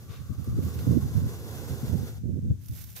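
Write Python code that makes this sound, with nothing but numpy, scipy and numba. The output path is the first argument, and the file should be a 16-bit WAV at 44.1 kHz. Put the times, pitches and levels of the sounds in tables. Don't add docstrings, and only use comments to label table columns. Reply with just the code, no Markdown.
import sys
import numpy as np
from scipy import signal
from scipy.fft import rfft, irfft
from scipy.io import wavfile
from scipy.ndimage import uniform_filter1d
from numba import njit

SR = 44100
rng = np.random.default_rng(int(sys.argv[2]) if len(sys.argv) > 2 else 0)


def int16_out(signal):
    q = np.round(np.clip(np.atleast_2d(signal).T, -1, 1) * 32767)
    wavfile.write(sys.argv[1], SR, q.astype(np.int16))


N = 132300

# (time [s], level [dB])
HISS_ENVELOPE = [(0, -55.5), (.25, -57.5), (.55, -54), (.66, -49.5), (1.0, -50.5), (1.45, -47.5),
                 (1.9, -47.5), (2.1, -49.5), (2.17, -55), (2.25, -75), (2.4, -102)]
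# (frequency [Hz], relative density [dB])
JET_SPECTRUM = [(150, -6.5), (600, 4), (1700, 5.5), (2100, 1), (5000, 3), (6300, 3.5), (8700, 1),
                (12000, 3.5), (15500, 3)]
# (time [s], centre [Hz], level re jet [dB])
THROAT_TRACK = [(0, 1230, -18), (.09, 1163, -5.5), (.55, 1162, -8.5), (.9, 1066, -12), (1.55, 1040, -12.5),
                (1.85, 1080, -16.5), (2.0, 780, -15.5), (2.2, 740, -13)]
# (frequency [Hz], relative density [dB])
BODY_SPECTRUM = [(80, -12), (200, -3), (380, 0), (500, -1), (610, -11.5), (850, -14), (1200, -26),
                 (3000, -44)]
THROAT_WIDTH_HZ, PORT_LAG_S = 177.0, 0.000163
BODY_DB, FULL_HISS_DB, BODY_DB_PER_DB = 2, -47.5, 0.5
GROUND_LAG_S, GROUND_ECHO_DB, GROUND_CUTOFF_HZ = 0.001449, -10.5, 7000


def cobra(flutter_db=1.35, flutter_hz=20.5):
    hz, effort_db = freqs(), curve(HISS_ENVELOPE)
    echo = undb(GROUND_ECHO_DB) * np.exp(-2j * np.pi * hz * GROUND_LAG_S)
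    ground = 1 + echo / (1 + (hz / GROUND_CUTOFF_HZ) ** 2)
    port_lag = np.exp(-2j * np.pi * hz * PORT_LAG_S * np.arange(2)[:, None])
    jet = shaped(noise_pair(correlation=0.53), colour(JET_SPECTRUM) * ground * port_lag)
    centre_hz = curve(THROAT_TRACK)
    throat = noise_pair(correlation=0.61)
    for _ in range(2):
        throat = np.array([bandpass(air, centre_hz, THROAT_WIDTH_HZ) for air in throat])
    throat = unit_rms(throat) * undb(curve(THROAT_TRACK, column=2))
    body_db = BODY_DB + BODY_DB_PER_DB * (effort_db - FULL_HISS_DB)
    body = shaped(noise_pair(correlation=0.96), colour(BODY_SPECTRUM)) * undb(body_db)
    return (jet + throat + body) * undb(effort_db + flutter_db * wander(flutter_hz))


# (start [s], length [s], left level [dB], right level [dB], eddy boost [dB])
PORT_GUSTS = [(0.088, 0.021, -32.5, -56, -1), (0.189, 0.028, -50, -33.5, -13),
              (0.293, 0.024, -26.5, -41, 2.5), (0.377, 0.038, -61, -26.5, -9),
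              (0.471, 0.11, -27.5, -29.5, -1), (0.577, 0.015, -28, -19.5, 4.5),
              (0.618, 0.054, -30.5, -26.5, 4.5), (0.75, 0.092, -35.5, -32, 3.5),
              (0.865, 0.063, -26.5, -18, 0.5), (0.938, 0.045, -37, -22, 9), (1.02, 0.038, -34, -24, -0.5),
              (1.149, 0.039, -34, -17.5, -14), (1.213, 0.055, -27, -23.5, -3.5),
              (1.699, 0.044, -33, -28, -9), (1.829, 0.012, -24.5, -30, 4), (1.866, 0.18, -37.5, -28, 1),
              (1.921, 0.032, -52, -20.5, -3), (2.23, 0.16, -51, -27, 6), (2.417, 0.098, -29, -28, -0.5),
              (2.5, 0.015, -18.5, -22.5, -4.5), (2.69, 0.037, -33.5, -31, -6)]
# (time [s], left level [dB], right level [dB])
BREEZE_ENVELOPE = [(0, -46.5, -44.5), (.8, -36, -32.5), (1.15, -31, -33.5), (1.42, -40.5, -38),
                   (1.6, -44.5, -34), (2.15, -36, -40.5), (2.55, -35.5, -41), (2.65, -42.5, -46.5),
                   (2.8, -41.5, -41.5), (3, -44.5, -54.5)]
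# (frequency [Hz], relative density [dB])
RUMBLE_SPECTRUM = [(22, -49), (35, -34.5), (50, -21.5), (80, 3.5), (115, 3.5), (170, -9.5), (250, -19),
                   (400, -32.5), (600, -53), (1500, -81.5)]
# (frequency [Hz], relative density [dB])
EDDY_SPECTRUM = [(60, -42), (150, 3), (230, 9), (330, -7.5), (490, -14), (650, -27.5), (900, -49.5),
                 (2000, -75)]
EDDY_DB, STRONG_GUST_DB, EDDY_DB_PER_DB = -7, -22.5, 0.53


def wind(flicker_db=3, flicker_hz=58):
    ports = []
    for port in range(2):
        power = eddy_power = undb(curve(BREEZE_ENVELOPE, column=port + 1)) ** 2
        for start_s, length_s, *port_db, boost_db in PORT_GUSTS:
            gust = undb(port_db[port]) * swell(start_s, length_s, attack_s=0.006, release_s=0.016)
            power = power + gust ** 2
            eddy_power = eddy_power + (gust * undb(boost_db)) ** 2
        force = np.sqrt(power)
        eddies = unit_rms(turbulence(EDDY_SPECTRUM) * undb(flicker_db * wander(flicker_hz)))
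        eddies *= undb(EDDY_DB) * (force / undb(STRONG_GUST_DB)) ** EDDY_DB_PER_DB
        ports.append(force * turbulence(RUMBLE_SPECTRUM) + np.sqrt(eddy_power) * eddies)
    return np.array(ports)


def turbulence(spectrum, evenness=0.72, window_s=0.0297):
    pressure = shaped(rng.standard_normal(N), colour(spectrum))
    local_power = uniform_filter1d(pressure ** 2, int(window_s * SR))
    return unit_rms(pressure / local_power ** (evenness / 2))


# (start [s], length [s], level [dB], right re left [dB], dull re bright [dB], attack [s])
STRAW_RUSTLES = [(0.077, 0.094, -67, -1, 11.5, 0.031), (0.613, 0.045, -53.5, 11, -7, .015),
                 (.73, 0.086, -56, 3, -2, 0.024), (2.585, 0.14, -58.5, 7.5, -13, 0.045),
                 (2.704, 0.12, -47.5, 6.5, -11.5, 0.067), (2.855, 0.082, -53.5, 3.5, -12.5, 0.029),
                 (2.95, .022, -42, 5.5, -8.5, 0.018)]
# (start [s], level [dB], right re left [dB], dull re bright [dB])
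STRAW_TICKS = [(0.443, -52, 11, -18), (0.74, -53, 8, -15), (0.789, -51, 5, 2.5), (2.658, -52.5, 5, -20),
               (2.684, -45, 7, -16), (2.839, -46, 4, -16)]
# (frequency [Hz], relative density [dB])
BRIGHT_SPECTRUM = [(1000, -13), (2500, -15), (5500, -2), (9000, -4), (11000, 0.5), (13000, 6), (15500, 0)]
# (frequency [Hz], relative density [dB])
DULL_SPECTRUM = [(150, 8.5), (600, 6), (1100, 1.5), (2300, 6.5), (4300, 3.5), (15000, -23)]


def straw(grain_db=2.0, grain_hz=690):
    def crackle(spectrum):
        grains = noise_pair(correlation=0.23) * undb(grain_db * wander(grain_hz))
        return shaped(grains, colour(spectrum))

    bright, dull = crackle(BRIGHT_SPECTRUM), crackle(DULL_SPECTRUM)

    def stalks(level_db, right_db, dull_db):
        pan_db = np.array([[-right_db], [right_db]]) / 2
        return (bright + undb(dull_db) * dull) * undb(level_db + pan_db)

    mix = np.zeros((2, N))
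    for start_s, length_s, *levels_db, attack_s in STRAW_RUSTLES:
        mix += stalks(*levels_db) * swell(start_s, length_s, attack_s, release_s=0.037)
    for start_s, *levels_db in STRAW_TICKS:
        mix += stalks(*levels_db) * swell(start_s, length_s=0.002, attack_s=0.0004, release_s=0.004)
    return mix


# (frequency [Hz], relative density [dB])
FIELD_SPECTRUM = [(100, 22.5), (800, 4), (2000, 3.5), (4500, 2.5), (6500, 6.5), (9000, 1.5), (15000, 2)]


def field(level_db=-62.5):
    return undb(level_db) * shaped(noise_pair(correlation=0.1), colour(FIELD_SPECTRUM))


def undb(db):
    return 10 ** (np.asarray(db) / 20)


def curve(table, column=1):
    rows = np.array(table)
    return np.interp(np.arange(N) / SR, rows[:, 0], rows[:, column])


def freqs():
    return np.arange(N // 2 + 1) * SR / N


def colour(spectrum):
    hz, db = np.array(spectrum).T
    return undb(np.interp(np.log(freqs() + 1), np.log(hz), db))


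def unit_rms(x):
    return x / np.sqrt(np.mean(x ** 2, axis=-1, keepdims=True))


def shaped(x, gain):
    return unit_rms(irfft(rfft(x) * gain, N))


def noise_pair(correlation):
    noise = rng.standard_normal((3, N))
    return np.sqrt(correlation) * noise[0] + np.sqrt(1 - correlation) * noise[1:]


def wander(rate_hz):
    return shaped(rng.standard_normal(N), np.exp(-(freqs() / rate_hz) ** 2))


def swell(start_s, length_s, attack_s, release_s):
    age_s = np.arange(N) / SR - start_s
    return np.clip(age_s / attack_s, 0, 1) * np.exp(-np.maximum(age_s - length_s, 0) / release_s)


@njit
def bandpass(x, centre_hz, width_hz):
    y = np.empty(len(x))
    band_state = low_state = 0.0
    for i in range(len(x)):
        tuning = np.tan(np.pi * centre_hz[i] / SR)
        damping = width_hz / centre_hz[i]
        band = (band_state + tuning * (x[i] - low_state)) / (1 + tuning * (tuning + damping))
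        band_state = 2 * band - band_state
        low_state += 2 * tuning * band
        y[i] = damping * band
    return y


def scene():
    return cobra() + wind() + straw() + field()


# (centre [Hz], width [Hz], gain [dB])
HOUSING_PEAKS = [(1510, 245, 4), (3634, 145, 4.5), (5700, 200, 0), (6070, 280, 3)]
LOWPASS_HZ = 15550


def record(dry):
    housing_db = sum(db / (1 + (2 * (freqs() - centre_hz) / width_hz) ** 2)
                     for centre_hz, width_hz, db in HOUSING_PEAKS)
    coloured = irfft(rfft(dry) * undb(housing_db), N)
    lowpass = signal.ellip(10, 0.2, 80, LOWPASS_HZ, fs=SR, output="sos")
    return signal.sosfilt(lowpass, coloured)


dry = scene()
out = record(dry)
int16_out(out)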